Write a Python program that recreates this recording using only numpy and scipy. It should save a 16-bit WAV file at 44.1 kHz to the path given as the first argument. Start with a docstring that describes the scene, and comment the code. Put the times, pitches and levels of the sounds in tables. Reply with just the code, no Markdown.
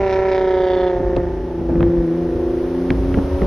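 """Overtaking a sports car

A six-cylinder sports car is overtaken on a highway, heard from the open window of the next car.
From behind its exhaust rasps (firing pulses through filters) and throbs (uneven cylinders) as it slows;
alongside, the drone (summed sines) is left and picks up again. Tyre roar and air hiss are coloured noise;
wind is low noise on the microphone, with buffets and a few hard pops."""
import sys
import numpy as np
from scipy import signal
from scipy.fft import rfft, irfft, next_fast_len
from scipy.io import wavfile
from scipy.ndimage import uniform_filter1d

SR = 44100
rng = np.random.default_rng(int(sys.argv[2]) if len(sys.argv) > 2 else 0)


def to_wav(sig):
    """Store sig (one row per channel, or 1-D mono) as 16-bit WAV at the path in sys.argv[1].

    Samples outside -1..1 are clipped; the rate is SR.
    """
    pcm = np.clip(np.atleast_2d(sig), -1, 1) * 32767
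    pcm = np.round(pcm).astype(np.int16)
    wavfile.write(sys.argv[1], SR, pcm.T)  # frames by channels


N = 152586
TIME = np.arange(N) / SR

# the six firings of one engine cycle: strength/dB, lead/firing gaps
CYLINDERS = [(2, 0.016), (0.5, .014), (-1.5, 0.028), (0.5, 0.061), (-6.5, 0.052), (-18, 0.015)]
# listening position and weak multiples: t/s, position (0 behind, 1 alongside), weak-multiple trim/dB
VIEW = [(0, 0.0, -1), (.9, 0.077, 1.5), (1.5, 0.48, -1.5), (1.85, 0.64, -2), (2.4, 1, -0.5),
        (3.46, 0.41, -4)]
# exhaust rasp body: t/s, level/dB
RASP_LEVEL = [(0, -38.5), (.131, -34.5), (.86, -36.5), (.99, -43.5), (1.2, -44), (1.62, -62), (1.87, -47),
              (2.2, -51)]

MINOR_FLUTTER_DB, FLUTTER_HZ = 1.5, 13
RASP_PAN_DB, LEFT_LEAD_S = -2, 27e-6  # pan: left minus right


def from_db(db):
    """Decibels to amplitude gain."""
    return 10 ** (np.asarray(db) / 20)


def rms_one(x):
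    """Scale to unit rms."""
    return x / np.sqrt(np.mean(x ** 2) + 1e-20)


def in_time(rows):
    """Interpolate each column of a time curve at every sample."""
    t_s, *columns = np.transpose(rows)
    return [np.interp(TIME, t_s, column) for column in columns]


def colour(x, points):
    """Filter by an f/Hz, level/dB curve, zero phase, interpolated over log frequency."""
    f_hz, level_db = np.transpose(points)
    size = next_fast_len(N + SR // 10)
    bins_hz = np.arange(size // 2 + 1) * SR / size
    gain = from_db(np.interp(np.log(bins_hz + 1), np.log(f_hz), level_db))
    return irfft(rfft(x, size) * gain, size)[..., :N]


def drift(rate_hz):
    """Smooth random curve of unit rms: noise through a two-pole low-pass."""
    step = 40  # samples between drawn values
    pole = np.exp(-2 * np.pi * rate_hz * step / SR)
    noise = rng.standard_normal(N // step + 2002)
    slow = signal.lfilter([1], [1, -2 * pole, pole * pole], noise)[2000:]  # drop the settling
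    return np.interp(np.arange(N) / step, np.arange(len(slow)), rms_one(slow))


def stereo_noise(points):
    """Coloured noise, alike in both ears in the bass and wide in the treble."""
    # stereo width: f/Hz, side minus mid/dB
    side_curve = [(60, -27.5), (250, -13), (600, -6), (1200, -10.5), (2500, -6.5), (5000, -3.5),
                  (10000, -1)]
    mid, side = colour(rng.standard_normal((2, N)), points)
    return rms_one(mid + colour(side, side_curve) * np.array([[1], [-1]]))


def steadied(x, window_s):
    """Even out the chance swings of a stereo noise: divide by its running rms."""
    power = uniform_filter1d(np.mean(x ** 2, axis=0), int(window_s * SR))
    return x / np.sqrt(power + 1e-9)


def placed(x, pan_db):
    """Pan by level (left minus right) and delay the right ear."""
    left = x * from_db(pan_db / 2)
    right = np.interp(TIME - LEFT_LEAD_S, TIME, x) * from_db(-pan_db / 2)
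    return np.array([left, right])


def resonance(x, centre_hz, width_hz):
    """Moving band-pass: shift the centre to 0 Hz, low-pass, shift back."""
    turn = np.exp(2j * np.pi * np.cumsum(centre_hz) / SR)
    low_pass = signal.butter(2, width_hz / 2, fs=SR, output="sos")
    return np.real(signal.sosfilt(low_pass, x / turn) * turn)


def road():
    """Tyre roar: broadband noise, strongest in the bass."""
    # t/s, level/dB
    roar_level = [(0, -30.5), (1.55, -38), (2.7, -34), (3.46, -31)]
    # f/Hz, level/dB
    roar_colour = [(60, 7), (160, 1.5), (500, 3), (1000, -3), (1600, -12), (3200, -20.5), (4300, -27.5),
                   (5500, -26), (6600, -31.5), (7500, -60.5)]
    return from_db(in_time(roar_level)[0]) * stereo_noise(roar_colour)


def air():
    """Air rushing past the window: turbulent hiss."""
    # t/s, level/dB
    hiss_level = [(1.4, -64.5), (2.3, -59), (3.46, -53)]
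    # f/Hz, level/dB
    hiss_colour = [(1800, -22), (3200, 9), (5800, 4), (7800, -25), (9000, 3), (12500, -2), (14000, -13.5)]
    return from_db(in_time(hiss_level)[0]) * stereo_noise(hiss_colour)


def buffet(age_s, decay_s):
    """Envelope of one gust: a quick rise and a slower fall."""
    attack_s = 0.0015
    return (1 - np.exp(-age_s / attack_s)) * np.exp(-age_s / decay_s)


def wind():
    """Wind pressure on the microphone: low rumble, with short buffets that reach higher."""
    # t/s, level/dB
    rumble_level = [(0, -28), (.3, -34), (.93, -32), (1.01, -22.5), (1.34, -25.5), (1.58, -31), (1.8, -18),
                    (1.93, -28), (2.0, -20.5), (2.1, -43), (2.34, -25), (2.85, -36), (2.91, -19),
                    (3.2, -20.5), (3.27, -23), (3.46, -19)]
    # f/Hz, level/dB
    rumble_colour = [(20, -31.5), (32, -5), (52, 10), (80, 5.5), (120, -7.5), (200, -13.5), (400, -10.5),
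                     (1000, -77.5)]
    # hard buffets: start t/s, decay/s, level before envelope/dB
    gusts = [(1.002, 0.012, -18.5), (1.163, 0.024, -14), (1.589, 0.03, -21), (1.69, 0.19, -21),
             (1.805, 0.047, -17), (2.902, 0.028, -13.5), (3.171, 0.017, -10), (3.417, 0.029, -13)]
    # f/Hz, level/dB
    gust_colour = [(40, -23), (110, 11), (260, 4.5), (450, 0.5), (700, -8), (1200, -18.5), (2500, -37.5),
                   (5000, -66.5)]
    rumble = from_db(in_time(rumble_level)[0]) * steadied(stereo_noise(rumble_colour), window_s=0.13)
    swell = sum(from_db(db) * buffet(np.maximum(TIME - t_s, 0), decay_s) for t_s, decay_s, db in gusts)
    return rumble + swell * steadied(stereo_noise(gust_colour), window_s=0.022)


def pops():
    """Each pop is a short noise crack on one heavily damped swing of pressure."""
    # t/s, thump level before damping/dB, crack peak/dB, crack upper edge f/Hz
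    pop_rows = [(1.165, -14, -22, 3900), (1.756, -7, -28, 1800), (1.806, -8, -17, 2000),
                (1.828, -6, -18, 2000), (2.904, -2, -11, 3000), (3.142, -16, -20, 2400),
                (3.147, -10, -21, 2000), (3.187, -4, -22, 1700), (3.418, -7, -16, 1800)]
    thump_hz, thump_decay_s = 190, 0.003
    crack_low_hz, crack_decay_s = 450, 0.0016
    out = np.zeros(N)
    for t_s, thump_db, crack_db, top_hz in pop_rows:
        age_s = np.maximum(TIME - t_s, 0)
        thump = np.sin(2 * np.pi * thump_hz * age_s) * np.exp(-age_s / thump_decay_s)
        burst = rng.standard_normal(N) * (age_s > 0) * np.exp(-age_s / crack_decay_s)
        band = signal.butter(2, [crack_low_hz, max(top_hz, 2 * crack_low_hz)], "band", fs=SR, output="sos")
        crack = signal.sosfilt(np.vstack([band, band]), burst + 1e-18)  # offset avoids denormals
        out += from_db(thump_db) * thump + from_db(crack_db) * crack / np.abs(crack).max()
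    return out


def drone(cycles):
    """Multiples of the cycle rate; uneven cylinders add neighbours to the firing tones: a throb."""
    # strongest multiples of the cycle rate: order
    main_orders = (6, 9, 12, 13, 18)
    # their levels: t/s, then level/dB of each main order
    main_levels = [(0, -34, -61, -19.5, -35.5, -25), (0.149, -38.5, -49.5, -19, -34, -22.5),
                   (.5, -44, -42, -17.5, -28.5, -24), (0.851, -37, -43, -19.5, -26.5, -21),
                   (1.05, -41, -43, -25, -26.5, -27.5), (1.2, -32, -44, -21.5, -31, -26),
                   (1.42, -37, -36.5, -34.5, -26.5, -54), (1.85, -25.5, -31.5, -14.5, -48, -29.5),
                   (2.02, -25.5, -32, -19.5, -37, -31), (2.2, -25.5, -30.5, -20.5, -30, -40),
                   (2.48, -42.5, -30.5, -23, -24, -44), (2.82, -29, -24.5, -24, -28.5, -41),
                   (3.16, -38.5, -22.5, -29.5, -41, -35.5), (3.46, -37, -30.5, -25.5, -62, -26.5)]
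    # weaker multiples: order, level behind/dB, level alongside/dB
    minor_orders = [(11, -39.5, -36), (14, -37, -42.5), (15, -44.5, -33.5), (17, -60, -33.5),
                    (19, -44, -34), (20, -40, -44.5), (22, -56.5, -49.5), (23, -54, -49), (24, -28.5, -68),
                    (25, -55.5, -40.5), (26, -45, -55.5), (30, -34, -53), (31, -44.5, -50),
                    (29, -60.5, -57)]
    # t/s, left minus right/dB
    engine_pan = [(0, -1.5), (.7, -1.8), (1.8, .7), (3.46, -.4)]
    main_flutter_db = 1
    count = len(CYLINDERS)
    strength = from_db(np.array(CYLINDERS)[:, 0])
    pipe_phase = rng.uniform(0, 2 * np.pi, size=12)
    alongside, trim_db = in_time(VIEW)

    def tone(order, rms_db):
        """One multiple, its phase set by the sum over the cylinders and by the pipe."""
        firing_turns = np.exp(-2j * np.pi * order * np.arange(count) / count)
        phase = np.angle(np.sum(strength * firing_turns)) + pipe_phase[round(order / count)]
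        return np.sqrt(2) * from_db(rms_db) * np.cos(2 * np.pi * order * cycles + phase)

    out = np.zeros(N)
    for order, level_db in zip(main_orders, in_time(main_levels)):
        out += tone(order, level_db + main_flutter_db * drift(FLUTTER_HZ))
    for order, behind_db, beside_db in minor_orders:
        level_db = behind_db + alongside * (beside_db - behind_db) + trim_db
        out += tone(round(order), level_db + MINOR_FLUTTER_DB * drift(FLUTTER_HZ))
    return placed(out, in_time(engine_pan)[0])


def exhaust_tones(cycles):
    """Clean upper multiples glide with the engine and fade with the rasp."""
    # order, level against the rasp body/dB
    rasp_tones = [(42, -7), (48, -16.5), (55, -17), (61, -8), (67, -9.5)]
    body_db = in_time(RASP_LEVEL)[0]
    tones = np.zeros(N)
    for order, relative_db in rasp_tones:
        level = from_db(body_db + relative_db + MINOR_FLUTTER_DB * drift(FLUTTER_HZ))
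        tones += np.sqrt(2) * level * np.cos(2 * np.pi * (round(order) * cycles + rng.random()))
    behind = np.clip(1 - in_time(VIEW)[0], 0, 1)
    return placed(tones * behind, RASP_PAN_DB)


def rasp(cycles):
    """Each firing sends a sharp front and a puff of gas out of the resonant tailpipe."""
    # f/Hz, level/dB
    body_colour = [(700, -6.5), (1000, 6.5), (1200, -3), (1600, 7), (2000, 3.5), (2450, -10), (3500, -53)]
    # tailpipe resonances, sinking: centre f at t=0/Hz, width/Hz, sag/(Hz/s)
    pipe_modes = [(2250, 820, 350), (3550, 900, 240), (3545, 36, 71), (5520, 670, 1800)]
    # t/s, then level/dB of each resonance
    mode_levels = [(0.041, -40.5, -54, -62, -64), (.125, -36, -42.5, -69.5, -48),
                   (.23, -43, -55.5, -72, -61.5), (.33, -36.5, -43, -69, -47.5),
                   (.44, -50, -47.5, -59, -57), (0.719, -50.5, -42.5, -47.5, -50.5),
                   (0.879, -50, -46.5, -48, -56), (1.039, -63.5, -70.5, -81.5, -78.5)]
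    jitter_s, scatter_db = 12e-6, 0.9
    puff_decay_s, body_puff, treble_puff = 0.0026, 0.2, 0.6  # puffs: gain against the fronts
    pipe_delay_s, echo_gain, width_gain = 0.002167, 0.38, 0.17

    count = len(CYLINDERS)
    firing = np.arange(1, int(cycles[-1] * count))
    strength_db, lead = np.array(CYLINDERS)[firing % count].T
    chance = rng.standard_normal((2, N))[:, :len(firing)]
    t_s = np.interp((firing - lead) / count, cycles, TIME) + pipe_delay_s + jitter_s * chance[0]
    at = np.clip(np.round(t_s * SR).astype(int), 0, N - 1)
    fronts = np.zeros(N)
    fronts[at] = from_db(strength_db + scatter_db * chance[1])
    fronts = fronts + echo_gain * np.interp(TIME - pipe_delay_s, TIME, fronts)
    gate = signal.lfilter([1], [1, -np.exp(-1 / (puff_decay_s * SR))], fronts)

    def blast(puff_gain):
        """Fronts plus gated gas noise, with some noise opposed between the ears."""
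        gas, side = rms_one(gate * rng.standard_normal((2, N)))
        centre = placed(rms_one(fronts) + puff_gain * gas, RASP_PAN_DB)
        return centre + width_gain * side * np.array([[1], [-1]])

    out = from_db(in_time(RASP_LEVEL)[0]) * rms_one(colour(blast(body_puff), body_colour))
    treble = blast(treble_puff)
    for (f_hz, width_hz, sag_hz_per_s), level_db in zip(pipe_modes, in_time(mode_levels)):
        ring = resonance(treble, f_hz - sag_hz_per_s * TIME, width_hz)
        out = out + from_db(level_db) * steadied(ring, window_s=0.24)
    return out


def scene():
    """One engine speed curve drives drone, tones and rasp; road, air and wind surround them."""
    # engine speed: t/s, firing rate/Hz
    firing_rate = [(0.0, 195.5), (0.11, 190.1), (0.22, 190.9), (0.56, 185.6), (0.86, 182.1), (0.98, 178.4),
                   (1.18, 177.3), (1.32, 174.2), (1.66, 168.5), (1.97, 172.1), (2.08, 165.5), (2.19, 171.2),
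                   (2.31, 169.3), (2.53, 171.4), (2.84, 175.4), (3.12, 180.5), (3.46, 186.7)]
    cycles = np.cumsum(in_time(firing_rate)[0]) / SR / len(CYLINDERS)
    background = road() + air() + wind() + pops()
    return background + drone(cycles) + exhaust_tones(cycles) + rasp(cycles)


def record(dry):
    """A soft start; a steep low-pass cuts the top of the treble."""
    fade_in_s, stop_hz = 0.004, 15800
    low_pass = signal.cheby2(12, 70, stop_hz, fs=SR, output="sos")  # 70 dB down from stop_hz up
    return signal.sosfilt(low_pass, dry * np.minimum(TIME / fade_in_s, 1))


dry = scene()
out = record(dry)
to_wav(out)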